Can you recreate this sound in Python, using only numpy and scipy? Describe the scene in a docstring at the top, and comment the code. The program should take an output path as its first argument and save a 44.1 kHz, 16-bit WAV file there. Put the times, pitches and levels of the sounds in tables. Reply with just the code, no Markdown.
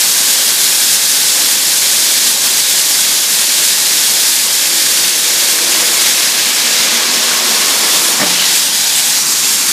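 """Shelled corn pours from a wagon chute into a steel auger hopper: countless kernels click into one
loud, surging hiss, with a six-cylinder tractor and the humming auger drive behind it. From about
5.5 s the microphone turns towards the tractor and its clatter grows. At 8.2 s a dull clunk rings
on steel and brief rattling flares appear in the hiss. The microphone ends close to the wagon's
steel side, which mirrors the hiss and hollows out shifting bands of it."""
import sys
import numpy as np
from scipy.fft import rfft, irfft, next_fast_len
from scipy.io import wavfile
from scipy.ndimage import map_coordinates

SR = 44100
rng = np.random.default_rng(int(sys.argv[2]) if len(sys.argv) > 2 else 0)


def wav_out(sig):
    """Save sig, one row per channel (or a flat mono array), as 16-bit PCM at SR to the path in sys.argv[1]."""
    wavfile.write(sys.argv[1], SR, np.round(np.clip(np.atleast_2d(sig).T, -1, 1) * 32767).astype(np.int16))


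N = 428652
TOP_HZ = 15450

# Spectrum of kernels on corn and steel. Each row: frequency in Hz, relative density in dB.
IMPACT_SPECTRUM = [(900, -34), (1350, -9), (1600, -2.5), (2300, -0.5), (3000, -1.5), (3400, 0.9), (5000, 1),
                   (6000, -0.34), (7500, -2.5), (8900, -3.5), (11500, -5), (13000, -8.5), (14900, -12),
                   (15500, -22)]
# Broad rings of the hopper's sheet steel. Each row: frequency in Hz, width in Hz, relative gain in dB.
SHEET_MODES = [(1680, 230, -33), (3280, 150, -22), (4800, 270, -26), (5360, 180, -12), (6730, 180, -20),
               (6900, 250, -20), (9600, 180, -30)]
def kernel_impacts():
    """Dense impacts merge into noise, the nearest stand out as ticks, and the steel echoes both."""
    merged = noise(lambda hz: spectrum_gain(IMPACT_SPECTRUM, hz) * resonances(hz, SHEET_MODES))
    ticks = kernel_ticks(count=14000, pitch_hz=6024, log_spread=0.403, decay_cycles=6.2, spread_db=4.5)
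    impacts = merged + amp(-9.5) * ticks
    return impacts + amp(-22.5) * steel_echoes(impacts, sway=0.011, sways_per_s=0.7, longest_ms=14)


def kernel_ticks(count, pitch_hz, log_spread, decay_cycles, spread_db, samples=200):
    """Single kernels, each ringing for a few cycles at its own pitch; rms 1."""
    pitch, strength = rng.standard_normal((count, 2)).T
    hz = np.clip(pitch_hz * np.exp(log_spread * pitch), 1500, TOP_HZ)
    cycles = hz[:, None] * np.arange(samples) / SR
    gain = amp(spread_db * np.minimum(strength, 2.5))
    rings = gain[:, None] * np.sin(2 * np.pi * cycles) * np.exp(-cycles / decay_cycles)
    at = rng.integers(0, N, count)[:, None] + np.arange(samples)
    return unit(np.bincount(at.ravel(), rings.ravel(), N)[:N])


# Colour as the microphone turns. Each row: time in seconds, patter and fizz gains in dB before trim.
FACING = [(0, -10.1, -.6), (1.5, -10.5, -1.2), (4.6, -9.5, -1.8), (6.1, -7.2, -2.5), (7.03, -7, -6.5),
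          (7.55, -7.5, -4), (8.05, -9.3, -2.2), (8.3, -8.2, -5.5), (8.43, -6.5, -4.5), (8.53, -9, -2.5),
          (8.75, -10, -3.5), (9.1, -9, -2.5), (9.3, -11.2, -3.5), (9.72, -9, -2.5)]
# Swells and lulls of the hiss. Each row: centre in seconds, length in seconds, change in dB.
SWELLS = [(.14, .07, -1), (0.539, .08, -1.5), (.94, .05, 1.5), (1, .05, -1), (1.62, 0.15, -0.5),
          (2.37, .08, -1.8), (3.258, .12, -1), (3.69, .06, 1), (4.221, 0.044, 1), (4.499, .1, -1.5),
          (5.21, .11, -2), (5.64, .12, -.9), (6.09, .18, 0.8), (6.51, .08, -0.5), (6.85, .25, 1),
          (7.06, 0.13, -0.7), (7.42, .07, -1.5), (7.948, 0.065, 1.2), (8.184, .12, -2), (8.55, 0.073, 1.5),
          (8.707, .06, -2.5), (8.88, .07, -0.5), (8.98, .05, 1), (9.245, .04, -2), (9.64, .06, -2.5)]
def corn_hiss(base_db=-13.3, fade_db_per_s=0.0162):
    """The impacts in three bands; the treble is most directional and drops as the microphone turns."""
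    t = np.arange(N) / SR
    patter_db, fizz_db = curves(FACING)
    impacts = kernel_impacts()
    patter = unit(filtered(impacts, lambda hz: below(hz, 3036)))
    hiss = unit(filtered(impacts, lambda hz: below(hz, 7480) - below(hz, 3074)))
    fizz = unit(filtered(impacts, lambda hz: 1 - below(hz, 7010)))
    patter *= amp(patter_db - 0.98)
    hiss *= amp(-1.38 + 0.15 * wobble(16))
    fizz *= amp(fizz_db - 0.38 + 0.43 * wobble(30))
    swell_db = sum(db * bell(t, centre_s, length_s) for centre_s, length_s, db in SWELLS)
    fade_db = fade_db_per_s * t  # the microphone moves off
    return amp(base_db - fade_db + swell_db) * (patter + hiss + fizz)


# Surges and clumps of the pour. Each row: changes per second, depth in dB.
CLUMPS = [(12, 0.1), (24, 0.27), (90, 0.44)]
# Drumming of heap and hopper. Each row: frequency in Hz, relative density in dB.
DRUM_SPECTRUM = [(20, -43), (70, -34), (118, -23), (145, -6), (175, 2.5), (290, 4), (430, 0), (560, 1),
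                 (680, 0.6), (850, 3.5), (1300, 0.5), (1800, 1.5), (4000, -35)]
# Low rings of the hopper's walls. Each row: frequency in Hz, width in Hz, relative gain in dB.
DRUM_MODES = [(280, 40, -10.5), (400, 18, -8), (530, 20, -11), (600, 30, -12), (840, 94, -6),
              (1170, 60, -9), (1380, 50, -8)]
def corn_pour():
    """The stream lands in clumps, so its hiss and the hopper's drumming surge together."""
    hiss = corn_hiss()
    clumps_db = sum(depth_db * wobble(per_s) for per_s, depth_db in CLUMPS)
    drumming = noise(lambda hz: spectrum_gain(DRUM_SPECTRUM, hz) * resonances(hz, DRUM_MODES))
    drumming *= amp(-29.5 + 0.82 * wobble(13))
    return amp(clumps_db) * (hiss + drumming)


# Hiss flares. Each row: centre in seconds, length in seconds, band in Hz, width in Hz, level in dB.
FLARES = [(8.1, .06, 9000, 6000, -21), (8.41, .07, 2930, 500, -22), (8.43, .24, 4030, 2200, -19.5),
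          (8.66, .07, 8250, 500, -23.5), (8.68, .14, 3050, 800, -25), (8.76, .06, 6300, 450, -23),
          (8.97, .07, 3100, 700, -23.5), (8.98, .07, 7600, 600, -20), (9.16, .09, 4100, 400, -24.5),
          (9.34, .13, 7650, 350, -28), (9.37, .22, 6600, 300, -28), (9.55, .17, 7380, 400, -22.5),
          (9.71, .08, 6350, 400, -23)]
def hiss_flares(clicks_per_s=1800):
    """Brief rattling flares in the hiss, mostly narrow and high, beside the wagon."""
    out, t = np.zeros(N), np.arange(N) / SR
    clicks = rng.standard_normal(N) * (rng.random(N) < clicks_per_s / SR)
    for centre_s, length_s, band_hz, width_hz, db in FLARES:
        rattle = unit(filtered(clicks, lambda hz: bell(hz, band_hz, width_hz)))
        out += amp(db) * bell(t, centre_s, length_s) * rattle
    return out


# Contacts of the clunk. Each row: start in seconds, clack level in dB, body level in dB.
CONTACTS = [(8.197, -16, -22), (8.214, -16.5, -18), (8.229, -24, -17), (8.263, -36, -26)]
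# Modes of the struck steel. Each row: frequency in Hz, relative level in dB, T60 in seconds.
CLUNK_MODES = [(181, -1, 0.11), (278, -1, 0.12), (309, -6, .11), (594, -6, .14), (740, -4, .12),
               (800, -3, .1), (960, -4.5, 0.14), (1170, -5, .06), (1490, -1, .05), (1816, 5.5, 0.054),
               (2020, 1, 0.06), (2245, 0, .06)]
def clunk(attack_s=0.00084, thud_t60_s=0.11):
    """Quick contacts on steel: hard ones ring the high modes, heavy ones the low modes and a thud."""
    out, t = np.zeros(N + SR), np.arange(SR // 2) / SR
    attack = 1 - np.exp(-t / attack_s)
    for start_s, clack_db, body_db in CONTACTS:
        ring = np.zeros(len(t))
        for mode_hz, mode_db, t60_s in CLUNK_MODES:
            blow_db = clack_db + (body_db - clack_db) * below(mode_hz, 1300, order=4)
            level_db = blow_db + mode_db + rng.normal(0, 2.2)
            ring += amp(level_db - 60 * t / t60_s) * np.sin(2 * np.pi * (mode_hz * t + rng.random()))
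        rumble = noise(lambda hz: below(hz, 1000, order=3) * (1 - below(hz, 145, order=8)))
        thud = amp(body_db - 60 * t / thud_t60_s) * rumble[:len(t)]
        out[round(start_s * SR):][:len(t)] += (ring + thud) * attack
    return out[:N]


def panel_boom(start_s=8.229, pitch_hz=175, level_db=-24.5, t60_s=1.06):
    """The struck panel's lowest mode hums on after the clunk."""
    age_s = np.maximum(np.arange(N) / SR - start_s, 0)
    return amp(level_db - 60 * age_s / t60_s) * np.sin(2 * np.pi * pitch_hz * age_s)


# Tractor at the microphone. Each row: time in seconds, clatter level in dB, engine tone gain in dB.
TRACTOR_LEVELS = [(0, -33, -51), (3.6, -35.5, -49), (5.2, -35, -45), (5.75, -24.5, -42), (6.45, -29, -48),
                  (6.9, -23.5, -45), (8.2, -22.5, -38.5), (8.7, -32.5, -54), (9.72, -32, -50)]
# Engine clatter and fan rush. Each row: frequency in Hz, relative density in dB.
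CLATTER_SPECTRUM = [(40, -36), (100, -24), (170, -8), (215, -1.5), (350, 0), (600, 1), (760, 1.5),
                    (950, 2.5), (1400, 1), (2000, -3), (3200, -1), (8000, -43)]
# Rings of the tractor's panels. Each row: frequency in Hz, width in Hz, relative gain in dB.
TRACTOR_MODES = [(234, 18, -3), (335, 50, -9), (943, 25, -7), (1085, 20, -6)]
# Engine tones. Each row: multiple of the cycle rate, relative level in dB.
ENGINE_ORDERS = [(9, -18), (10, -18), (16, -8), (19, -18), (24, 2), (28, -8), (31, -3.5), (41, -12),
                 (43, -18)]
# Low drone that carries round the yard. Each row: multiple of the cycle rate, level in dB.
DRONE_ORDERS = [(6, -53), (9, -54.5), (10.4, -49)]
def tractor(cycle_hz=14.56, cylinders=6, firing_db=2):
    """Engine tones, and panel-ringing clatter that swells as each cylinder fires, once in two turns."""
    clatter_db, tones_db = curves(TRACTOR_LEVELS)
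    angle = rotation(cycle_hz, drift=0.001997)
    bursts = rng.standard_normal(N) * amp(firing_db * np.cos(cylinders * angle))
    clatter = filtered(
        bursts, lambda hz: spectrum_gain(CLATTER_SPECTRUM, hz) * resonances(hz, TRACTOR_MODES))
    engine = tones(angle, ENGINE_ORDERS, waver_db=3)
    drone = tones(angle, DRONE_ORDERS, waver_db=1)
    return amp(clatter_db) * unit(clatter) + amp(tones_db) * engine + drone


# Swelling bands. Each row: centre in seconds, length in seconds, band in Hz, width in Hz, level in dB.
SWELLING_BANDS = [(.5, 1.8, 1600, 220, -36), (.5, 1.8, 3330, 200, -34), (5.3, 2.4, 351.7, 50, -45),
                  (5.75, 0.69, 335, 80, -37.5), (5.5, 1.9, 485, 50, -41), (6.85, 0.55, 508, 90, -38),
                  (7.3, 1.7, 236, 36, -35.7), (7.3, 1.4, 355, 50, -42), (7.5, 0.79, 1080, 30, -34)]
def swelling_bands():
    """Narrow bands of hiss and tractor hum that swell and fade as the microphone moves."""
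    out, t = np.zeros(N), np.arange(N) / SR
    for centre_s, length_s, band_hz, width_hz, db in SWELLING_BANDS:
        band = noise(lambda hz: bell(hz, band_hz, width_hz))
        out += amp(db) * bell(t, centre_s, length_s) * band
    return out


# Auger drive at the microphone. Each row: time in seconds, gain in dB.
AUGER_LEVELS = [(0, -45), (5.2, -44.5), (5.8, -38.5), (6.6, -45.5), (9.72, -41)]
# Drive tones. Each row: multiple of the shaft rate, relative level in dB.
AUGER_ORDERS = [(2, -22), (3, -8.5), (8, -7), (9, -15), (10, -3.3), (11, -2.5), (12, -8), (13, -7)]
def auger(shaft_hz=48.3):
    """The drive hums at multiples of its shaft rate."""
    gain_db, = curves(AUGER_LEVELS)
    return amp(gain_db) * tones(rotation(shaft_hz, drift=0.00098), AUGER_ORDERS, waver_db=2)


# Wagon echoes. Each row: time in seconds, wall delay in ms, wall gain, ledge delay in ms, ledge gain.
WAGON_ECHOES = [(8.15, 1.8, 0.13, .45, 0.01), (8.41, 1.4, 0, .33, 0.04), (8.58, 1.08, 0.06, 0.25, 0.04),
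                (8.8, 1.24, 0.3, 0.089, 0), (9.1, 1.12, 0.2, .13, 0.1), (9.26, 0.76, 0.4, 0.14, 0.2),
                (9.72, 0.82, 0.37, 0.12, 0.1)]
def wagon_side(x, beside_from_s=8.55, ladder_ms=1.01, ladder_ms_per_s=0.07):
    """The wall mirrors the lows; ledge, ladder and frame the highs. Changing paths slide the combs."""
    wall_ms, wall_gain, ledge_ms, ledge_gain = curves(WAGON_ECHOES)
    wall = delayed(filtered(x, lambda hz: below(hz, 1600, order=2)), wall_ms)
    upper_mids = filtered(x, lambda hz: below(hz, 8700, order=6) - below(hz, 2200, order=6))
    ledge = delayed(upper_mids, ledge_ms)
    beside_s = np.maximum(np.arange(N) / SR - beside_from_s, 0)
    treble = filtered(x, lambda hz: below(hz, 10500) - below(hz, 4500))
    ladder = 0.18 * delayed(treble, ladder_ms + ladder_ms_per_s * beside_s)
    frame = amp(-16) * steel_echoes(treble, sway=0.09, sways_per_s=3.5, longest_ms=3.5, count=3)
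    fade_in = np.tanh(beside_s / 0.12)
    return x + wall_gain * wall + ledge_gain * ledge + fade_in * (ladder + frame)


# Wagon notches. Each row: centre in seconds, length in seconds, band in Hz, width in Hz, dip in dB.
NOTCHES = [(8.68, .12, 7750, 450, -5), (8.85, .3, 700, 900, -1.5), (8.97, .3, 5700, 1200, -2),
           (8.97, .25, 1900, 350, -3), (9.27, .2, 3500, 900, -4), (9.32, .18, 1550, 400, -2),
           (9.32, .2, 680, 350, -3), (9.62, .16, 3500, 700, -3)]
def cancellations(x):
    """Where direct and mirrored sound cancel, a band sinks and comes back."""
    out, t = x.copy(), np.arange(N) / SR
    for centre_s, length_s, band_hz, width_hz, dip_db in NOTCHES:
        band = filtered(x, lambda hz: bell(hz, band_hz, width_hz))
        out += (amp(dip_db) - 1) * bell(t, centre_s, length_s) * band
    return out


def steel_echoes(x, sway, sways_per_s, longest_ms, count=8):
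    """Short echoes off nearby steel; microphone sway varies each path by a share of its length."""
    paths_ms = rng.uniform(1.53, longest_ms, count)
    return sum(delayed(x, ms * (1 + sway * wobble(sways_per_s))) for ms in paths_ms)


def rotation(hz, drift):
    """Angle in radians of a shaft whose speed wanders slightly."""
    return 2 * np.pi * np.cumsum(hz * (1 + drift * wobble(1.99))) / SR


def tones(angle, orders, waver_db):
    """Multiples of a rotation, each wavering in level on its own."""
    return sum(amp(db + waver_db * wobble(1.96)) * np.sin(order * angle + rng.uniform(0, 2 * np.pi))
               for order, db in orders)


def resonances(hz, modes):
    """Response of a surface that adds its modes to the direct sound."""
    return 1 + sum(amp(db) * 1j * hz * width_hz / (mode_hz ** 2 - hz ** 2 + 1j * hz * width_hz)
                   for mode_hz, width_hz, db in modes)


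def spectrum_gain(points, hz):
    """Gain through (Hz, dB) points on a log frequency axis."""
    points_hz, db = np.transpose(points)
    return amp(np.interp(np.log(hz + 1), np.log(points_hz + 1), db))


def curves(rows):
    """One value per sample for each column after the time."""
    times_s, *columns = np.transpose(rows)
    return [np.interp(np.arange(N) / SR, times_s, column) for column in columns]


def wobble(knots_per_s, step=32):
    """Smooth random curve, rms near 1."""
    at = np.arange(0, N + step, step)
    knots = rng.standard_normal(int(N * knots_per_s / SR) + 4)
    return np.interp(np.arange(N), at, map_coordinates(knots, [at * knots_per_s / SR]))


def noise(response):
    """Coloured noise, rms 1."""
    return unit(filtered(rng.standard_normal(N), response))


def filtered(x, response):
    """x through a frequency response, a function of Hz."""
    size = next_fast_len(N + SR // 2)
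    return irfft(rfft(x, size) * response(np.fft.rfftfreq(size, 1 / SR)), size)[:N]


def delayed(x, delay_ms):
    """x over a path of changing length."""
    return np.interp(np.arange(N) - delay_ms * SR / 1000, np.arange(N), x)


def below(hz, edge_hz, order=12):
    """Soft low-pass gain, 0.5 at the edge."""
    return 1 / (1 + (hz / edge_hz) ** order)


def bell(x, centre, width):
    """Gaussian of height 1, full width at 1/e."""
    return np.exp(-(2 * (x - centre) / width) ** 2)


def amp(db):
    """Decibels to gain."""
    return 10 ** (np.asarray(db) / 20)


def unit(x):
    """x at rms 1."""
    return x / np.sqrt(np.mean(x ** 2) + 1e-20)


def scene():
    """Corn and machines mirrored by the wagon, plus hiss flares and the clunk; mono."""
    direct = corn_pour() + tractor() + swelling_bands() + auger()
    mirrored = cancellations(wagon_side(direct))
    return (mirrored + hiss_flares() + clunk() + panel_boom())[None]


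def record(dry):
    """The recorder cuts the deep bass, rounds the highest peaks and passes nothing above TOP_HZ."""
    x = filtered(dry[0], lambda hz: np.maximum(1 - below(hz, 93.6, order=8), amp(-33)))
    x = x / (1 + np.abs(x / 0.95) ** 8) ** (1 / 8)
    return filtered(x, lambda hz: hz < TOP_HZ)[None]


dry = scene()
out = record(dry)
wav_out(out)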